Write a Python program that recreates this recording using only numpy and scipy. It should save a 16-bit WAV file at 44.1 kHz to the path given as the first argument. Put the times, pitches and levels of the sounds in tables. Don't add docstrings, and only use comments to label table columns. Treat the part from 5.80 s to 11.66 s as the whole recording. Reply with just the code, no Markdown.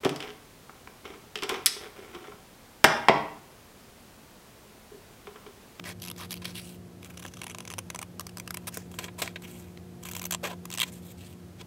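import sys
import numpy as np
from scipy import signal
from scipy.io import wavfile
from scipy.ndimage import uniform_filter1d, map_coordinates

SR = 44100
rng = np.random.default_rng(int(sys.argv[2]) if len(sys.argv) > 2 else 0)


def output_pcm(signal):
    pcm = np.clip(np.atleast_2d(signal).T, -1, 1) * 32767
    wavfile.write(sys.argv[1], SR, np.round(pcm).astype(np.int16))


N = 258426

# pitch_hz, level_db
MOTOR_PARTIALS = [(177.6, -49.5), (236.9, -61.5), (355.3, -58.5), (473.7, -66.5), (710.6, -71)]
# time_s, gain_db
MOTOR_SWELL = [(0, 0.5), (.8, 2.5), (1.5, -3.5), (2.3, -2), (3, 3), (4, 1.5), (4.7, 3.5), (5.86, -2.5)]
# pitch_hz, bandwidth_hz, level_db
DUCT_MODES = [(96.8, 10.6, -53.5), (127.5, 2.2, -62.5)]
# frequency_hz, relative_density_db
AIR_SPECTRUM = [(40, -25.5), (90, -5), (140, -13), (240, -13), (500, -21), (750, -25.5), (1000, -30),
                (1700, -34), (9000, -42.5), (16000, -39.5)]
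# time_s, lag_ms
BOOK_LAG = [(0.2, 0.12), (0.79, 0.15), (0.85, 0.17), (1.4, 0.24), (1.9, 0.24), (2.75, 0.31), (3.2, 0.2),
            (3.45, 0.19), (4.25, 0.21), (4.7, 0.2), (4.9, 0.19)]
# frequency_hz, relative_density_db
RUSTLE_SPECTRUM = [(280, -1.5), (650, 7), (1400, 1), (3200, -2.5), (5000, -4), (13000, -10.5), (16000, -4)]
# start_s, end_s, first_db, last_db, treble_db, body_db, resonance_hz
SHEET_SLIDES = [(0.049, 0.131, -41.5, -49, 0, -3, 1910), (0.374, 0.465, -46, -47, -1, -8, 1170),
                (0.655, 0.742, -44.5, -58, 1.5, -5, 1960), (0.746, 0.807, -45.5, -45, 3, -10.5, 3150),
                (0.81, 0.97, -50.5, -59, 6.5, -9, 3170), (2.924, 3.078, -48, -69, 3, -3, 6600),
                (3.137, 3.185, -56, -63, 7, 4, 10200), (3.187, 3.284, -47.5, -51.5, 2.5, 4, 2470),
                (3.384, 3.419, -34, -50, 4.5, -0.5, 900), (3.423, 3.54, -36, -70, -2, -3.5, 650),
                (3.633, 3.662, -48, -52, -1.5, -10, 2660), (3.669, 3.965, -48, -73.5, 7, -2.5, 2520),
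                (4.634, 4.69, -30.5, -45, -4.5, 1.5, 618), (4.689, 4.743, -39, -48.5, -3, 2, 790),
                (5.048, 5.102, -52.5, -48.5, 1.5, -2, 6400), (5.12, 5.205, -47.5, -64, 7, -8, 10600),
                (5.217, 5.328, -60.5, -54.5, 11.5, -29, 3360), (5.372, 5.542, -58.5, -62, 3, -31, 3150),
                (5.777, 5.82, -69, -46, -6.5, 0, 5360)]
# start_s, level_db, t60_ms, treble_db, body_db
SHEET_SNAPS = [(0.039, -35.5, 26, -4, -5), (0.362, -36, 14, 0, -17), (0.6176, -41, 83, -3, -4),
               (0.644, -32.5, 39, -2.5, -5), (0.653, -21.5, 20.5, -5.5, -17), (1.451, -15, 5.8, -43, 1),
               (2.941, -34, 73, 8.5, -16), (2.971, -20.5, 16.5, 9.5, 7.5), (3.114, -41.5, 44, 6, 2),
               (3.1403, -35.5, 17, -7, 3), (3.187, -24.5, 41, -0.5, -3), (3.241, -26.5, 22, -3, -22),
               (3.282, -35, 38, -24, -2), (3.4179, -20, 59, 1.5, -3.5), (3.4756, -21.5, 12.4, -11, -9),
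               (3.558, -29, 34, -16, -9.5), (3.62, -40, 39, 3, -1), (3.9735, -29.5, 7.6, -10, -13)]
# frequency_hz, relative_density_db
TEAR_SPECTRUM = [(400, -4), (720, 9.5), (1150, 10), (1600, -2.5), (2900, 3.5), (4400, -3), (6200, -3),
                 (12500, -8.5), (16000, -7.5)]
# pitch_hz, gain_db, t60_s
BLADE_MODES = [(6070, -1.5, 0.022), (11300, -21, 0.029)]
# start_s, end_s, crackle_db, treble_db, body_db, resonance_hz
BLADE_CLOSINGS = [(0.216, 0.32, -65, 1, -10.5, 12000), (0.495, 0.582, -54, 3, -14, 13700),
                  (1.221, 1.605, -63, 2.5, -9, 1290), (1.601, 1.945, -69, -1.5, -5.5, 9600),
                  (1.96, 2.238, -74.5, 2.5, -2, 8300), (2.392, 2.6, -89, 6, -2.5, 4080),
                  (2.66, 2.884, -73, 2.5, -4.5, 12100), (4.226, 4.475, -62, 4, -6, 13600),
                  (4.51, 4.555, -67, -2, -8, 7200), (4.843, 4.967, -82, 1.5, -10, 6350),
                  (4.979, 5.05, -60, 3.5, -11, 3320)]
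# start_s, nominal_width_ms, level_db
BLADE_SLIPS = [(0.199, 2.1, -46), (0.2183, 4.8, -38), (0.231, 1.9, -39), (0.236, 5.6, -38.5),
               (0.249, 3.8, -36), (0.2588, 5.3, -38.5), (0.272, 4.3, -38.5), (0.2819, 3, -35),
               (0.288, 1.7, -38), (0.3, 2.7, -34), (0.313, 2.6, -33), (0.507, 2.6, -28.5),
               (0.516, 4.5, -35), (0.526, 4.7, -39), (0.5404, 1.6, -30), (0.5663, 1.3, -42),
               (0.573, 1.5, -41), (1.2296, 1.3, -41), (1.246, 0.79, -35.5), (1.251, 13, -53),
               (1.372, 5.5, -40.5), (1.393, 7.8, -43.5), (1.422, 7.5, -45.5), (1.438, 3.2, -46),
               (1.448, 6.8, -45.5), (1.463, 1.2, -33), (1.476, 9.4, -52), (1.5362, 5.2, -43),
               (1.5685, 6.5, -44.5), (1.615, 4, -35), (1.634, 1.9, -34), (1.64, 3.5, -34),
               (1.6654, 4.1, -33), (1.6793, 2, -41), (1.6966, 4.2, -39.5), (1.7063, 2, -41),
               (1.713, 1.7, -34.5), (1.7466, 2.1, -32.5), (1.784, 2, -32.5), (1.8037, 2.9, -32),
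               (1.8515, 1.56, -34), (1.875, 4.8, -36.5), (1.901, 2.6, -33.5), (1.9094, 1.6, -34),
               (1.916, 1.1, -30.5), (1.925, 2.3, -40), (1.9376, 1.4, -29), (1.9827, 1.4, -28),
               (1.987, 4.3, -29), (2.101, 2.8, -29.5), (2.1461, 3.6, -32), (2.1593, 1.3, -29),
               (2.1895, 2.1, -27), (2.2142, 4.4, -33.5), (2.2255, 4.3, -34), (2.3956, 1.7, -27.5),
               (2.406, 5.6, -37), (2.4666, 2.8, -31.5), (2.491, 4.1, -42.5), (2.571, 2.5, -31.5),
               (2.582, 3.1, -33.5), (2.5977, 2.8, -30), (2.676, 2.5, -32), (2.706, 2.5, -24),
               (2.7418, 5.1, -31.5), (2.7703, 3.15, -29.5), (2.87, 16.3, -32), (4.228, 3.8, -46.5),
               (4.2341, 3.5, -37), (4.2512, 4.5, -36), (4.259, 17, -44.5), (4.2855, 5.9, -36),
               (4.296, 4.8, -43), (4.3123, 6.2, -34.5), (4.3214, 5.3, -47), (4.3344, 1.6, -33),
               (4.3488, 5.6, -33.5), (4.364, 4.6, -34.5), (4.375, 2.6, -42), (4.394, 3, -32.5),
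               (4.415, 4.9, -31), (4.428, 3.3, -37), (4.4391, 2.7, -34.5), (4.452, 5.5, -30),
               (4.463, 4.3, -35), (4.5077, 3.9, -22.5), (4.5215, 3.8, -24), (4.526, 5.5, -31),
               (4.5367, 3.2, -30), (4.546, 3.2, -25), (4.8539, 2.4, -33), (4.9024, 1.7, -33),
               (4.913, 4, -36), (4.9237, 6.5, -37.5), (4.9376, 3.3, -31), (4.9478, 5.1, -36.5),
               (4.958, 2.2, -39), (4.9742, 3.3, -27.5), (4.9835, 2, -27.5), (4.993, 1.9, -25),
               (4.9999, 3, -24.5), (5.009, 3, -23.5), (5.0154, 4.3, -20.5), (5.0295, 8.3, -26.5)]

BAND_EDGES_HZ = 40 * 2 ** (np.arange(28) / 3)
AIR_DB, CUTOFF_HZ = -50, 15750
ROOM_DB, ROOM_T60_S = -14, 0.052
ECHO_GAIN, ECHO_HIGHPASS_HZ = 0.4, 1500
SWELL_SHARE, FADE_SHARE, MAX_SWELL_MS = 0.23, 0.49, 1.5625
CRACKLE_RATE_HZ, CRACKLE_SPREAD_DB, RING_SPREAD_DB = 65, 8, 4


def from_db(db):
    return 10 ** (np.asarray(db) / 20)


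def rms_one(x):
    return x / np.sqrt(np.mean(x ** 2) + 1e-20)


def drift(rate_hz):
    pole = np.exp(-2 * np.pi * rate_hz * 40 / SR)
    slow = signal.lfilter([1], [1, -2 * pole, pole * pole], rng.standard_normal(N // 40 + 2002))[2000:]
    return np.interp(np.arange(N) / 40, np.arange(len(slow)), rms_one(slow))


def resonance(x, hz, width_hz):
    r = np.exp(-np.pi * width_hz / SR)
    feedback = [1, -2 * r * np.cos(2 * np.pi * hz / SR), r * r]
    return signal.lfilter(np.array([1, 0, -1]) * (1 - r * r) / 2, feedback, x)


def grains(per_s, spread_db):
    sizes = from_db(spread_db * np.minimum(rng.exponential(1, (2, N)), 4)) * rng.choice([-1, 1], (2, N))
    return rms_one(sizes * (rng.random((2, N)) < per_s / SR))


def latest(starts_s):
    return np.maximum(np.searchsorted(starts_s, np.arange(N) / SR) - 1, 0)


def coloured(drives, spectrum, event=0, treble_db=0, body_db=0, peak_hz=1, peak_db=11,
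             scatter_db=0, flicker_db=0):
    points_hz, points_db = np.transpose(spectrum)
    edges = BAND_EDGES_HZ[BAND_EDGES_HZ > points_hz[0] / 1.5].clip(max=.45 * SR)
    hz, width = np.sqrt(edges[1:] * edges[:-1]), np.diff(edges)
    db = np.interp(np.log(hz), np.log(points_hz), points_db)
    db = db + np.outer(treble_db, np.clip(np.log2(hz / 3500), 0, 1.2))
    db = db + np.outer(body_db, np.clip(np.log2(2000 / hz), 0, 1))
    db = db + peak_db * np.exp(-(np.log2(np.outer(1 / np.asarray(peak_hz), hz)) / 0.16) ** 2)
    db = db + scatter_db * rng.standard_normal(db.shape)
    gains = from_db(db) / np.sqrt(from_db(2 * db) @ width * 2.2 / SR)[:, None]
    out = 0
    for k in range(len(hz)):
        bandpass = signal.butter(2, edges[k:k + 2], "band", fs=SR, output="sos")
        band = signal.sosfilt(bandpass, drives[k % 2] + 1e-18)
        band = np.roll(band, -round(0.3 * SR / width[k]))
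        flicker = from_db(flicker_db * drift(22)) if flicker_db else 1
        out = out + gains[event, k] * flicker * band
    return out


def fan():
    t, hum = np.arange(N) / SR, 0
    for hz, db in MOTOR_PARTIALS:
        amplitude = np.sqrt(2) * from_db(db + 0.95 * drift(1.9))
        hum += amplitude * np.sin(2 * np.pi * (hz * t + rng.random()) + 0.2 * drift(2.7))
    drone = sum(from_db(db) * rms_one(resonance(rng.standard_normal(N), hz, width))
                for hz, width, db in DUCT_MODES)
    air = coloured(rng.standard_normal((2, N)), AIR_SPECTRUM)
    swell = from_db(np.interp(t, *np.transpose(MOTOR_SWELL)))
    return swell * hum + drone + from_db(AIR_DB) * air


def room_reflections(x):
    t = np.arange(SR // 5) / SR
    response = signal.lfilter([1], [1, -.6], rng.standard_normal(len(t))) * from_db(-60 * t / ROOM_T60_S)
    return from_db(ROOM_DB) * signal.fftconvolve(x, response / np.sqrt(np.sum(response ** 2)))[:N]


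def book_echo(x):
    n = np.arange(N)
    lag = np.interp(n / SR, *np.transpose(BOOK_LAG)) * SR / 1000
    thin = signal.sosfilt(signal.butter(1, ECHO_HIGHPASS_HZ, "high", fs=SR, output="sos"), x)
    echo = map_coordinates(thin, [n - lag], order=1)
    return (x - ECHO_GAIN * echo) / np.sqrt(1 + ECHO_GAIN ** 2)


def sheet_slides():
    t, force = np.arange(N) / SR, np.zeros(N)
    for start, end, first_db, last_db, *_ in SHEET_SLIDES:
        on = slice(round(start * SR), round(end * SR))
        swell_db = 5 * np.hanning(on.stop - on.start)
        force[on] = from_db(np.interp(t[on], [start, end], [first_db, last_db]) + swell_db)
    force = uniform_filter1d(uniform_filter1d(force, size=450), size=250)
    force *= from_db(2.5 * drift(140))
    starts, *_, treble_db, body_db, resonance_hz = np.transpose(SHEET_SLIDES)
    return coloured(force * grains(12000, spread_db=3.5), RUSTLE_SPECTRUM, latest(starts - .01),
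                    treble_db, body_db, resonance_hz, peak_db=13.5, scatter_db=1.1, flicker_db=2.5)


def sheet_snaps():
    envelope = np.zeros(N)
    for start, level_db, t60_ms, *_ in SHEET_SNAPS:
        at = round(start * SR)
        age_ms = np.arange(min(N - at, SR // 4)) * 1000 / SR
        attack = np.minimum(age_ms / 1.5, 1)
        envelope[at:at + len(age_ms)] += attack * from_db(level_db - 60 * age_ms / t60_ms)
    starts, *_, treble_db, body_db = np.transpose(SHEET_SNAPS)
    return coloured(envelope * grains(12000, spread_db=2), RUSTLE_SPECTRUM, latest(starts),
                    treble_db, body_db, scatter_db=1.6)


def stick_slip():
    envelope = np.zeros(N)
    for start, width_ms, level_db in BLADE_SLIPS:
        span_ms = width_ms / (1 - (SWELL_SHARE + FADE_SHARE) / 2)
        at, count = round(start * SR), round(span_ms * SR / 1000)
        progress = np.arange(count) / count
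        swell = np.minimum(progress / min(SWELL_SHARE, MAX_SWELL_MS / span_ms), 1)
        fade = np.minimum((1 - progress) / FADE_SHARE, 1)
        envelope[at:at + count] += from_db(level_db) * swell * fade
    crackle = from_db(CRACKLE_SPREAD_DB * np.clip(drift(CRACKLE_RATE_HZ), -2, 2))
    for start, end, crackle_db, *_ in BLADE_CLOSINGS:
        on = slice(round(start * SR), round(end * SR))
        envelope[on] += from_db(crackle_db) * crackle[on]
    return envelope


def scissors():
    starts, closings = np.array(BLADE_SLIPS)[:, 0], np.array(BLADE_CLOSINGS)
    closing_of_slip = np.maximum(np.searchsorted(closings[:, 0], starts) - 1, 0)
    *_, treble_db, body_db, resonance_hz = closings[closing_of_slip].T
    slip = latest(starts)
    fibres = stick_slip() * grains(16000, spread_db=5.5)
    tear = coloured(fibres, TEAR_SPECTRUM, slip, treble_db, body_db, resonance_hz, scatter_db=3)
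    steel = 0
    for hz, db, t60_s in BLADE_MODES:
        strength = from_db(db + RING_SPREAD_DB * rng.standard_normal(len(starts)))
        steel += resonance(tear * strength[slip], hz, width_hz=np.log(1000) / np.pi / t60_s)
    return tear + steel


def scene():
    paper = book_echo(scissors() + sheet_snaps() + sheet_slides())
    return (paper + room_reflections(paper) + fan())[None]


def record(dry):
    dry = signal.sosfilt(signal.butter(2, 14000, fs=SR, output="sos"), dry)
    dry = signal.sosfilt(signal.butter(3, 62, "high", fs=SR, output="sos"), dry)
    return signal.sosfilt(signal.ellip(10, .5, 70, CUTOFF_HZ, fs=SR, output="sos"), dry)


dry = scene()
out = record(dry)
output_pcm(out)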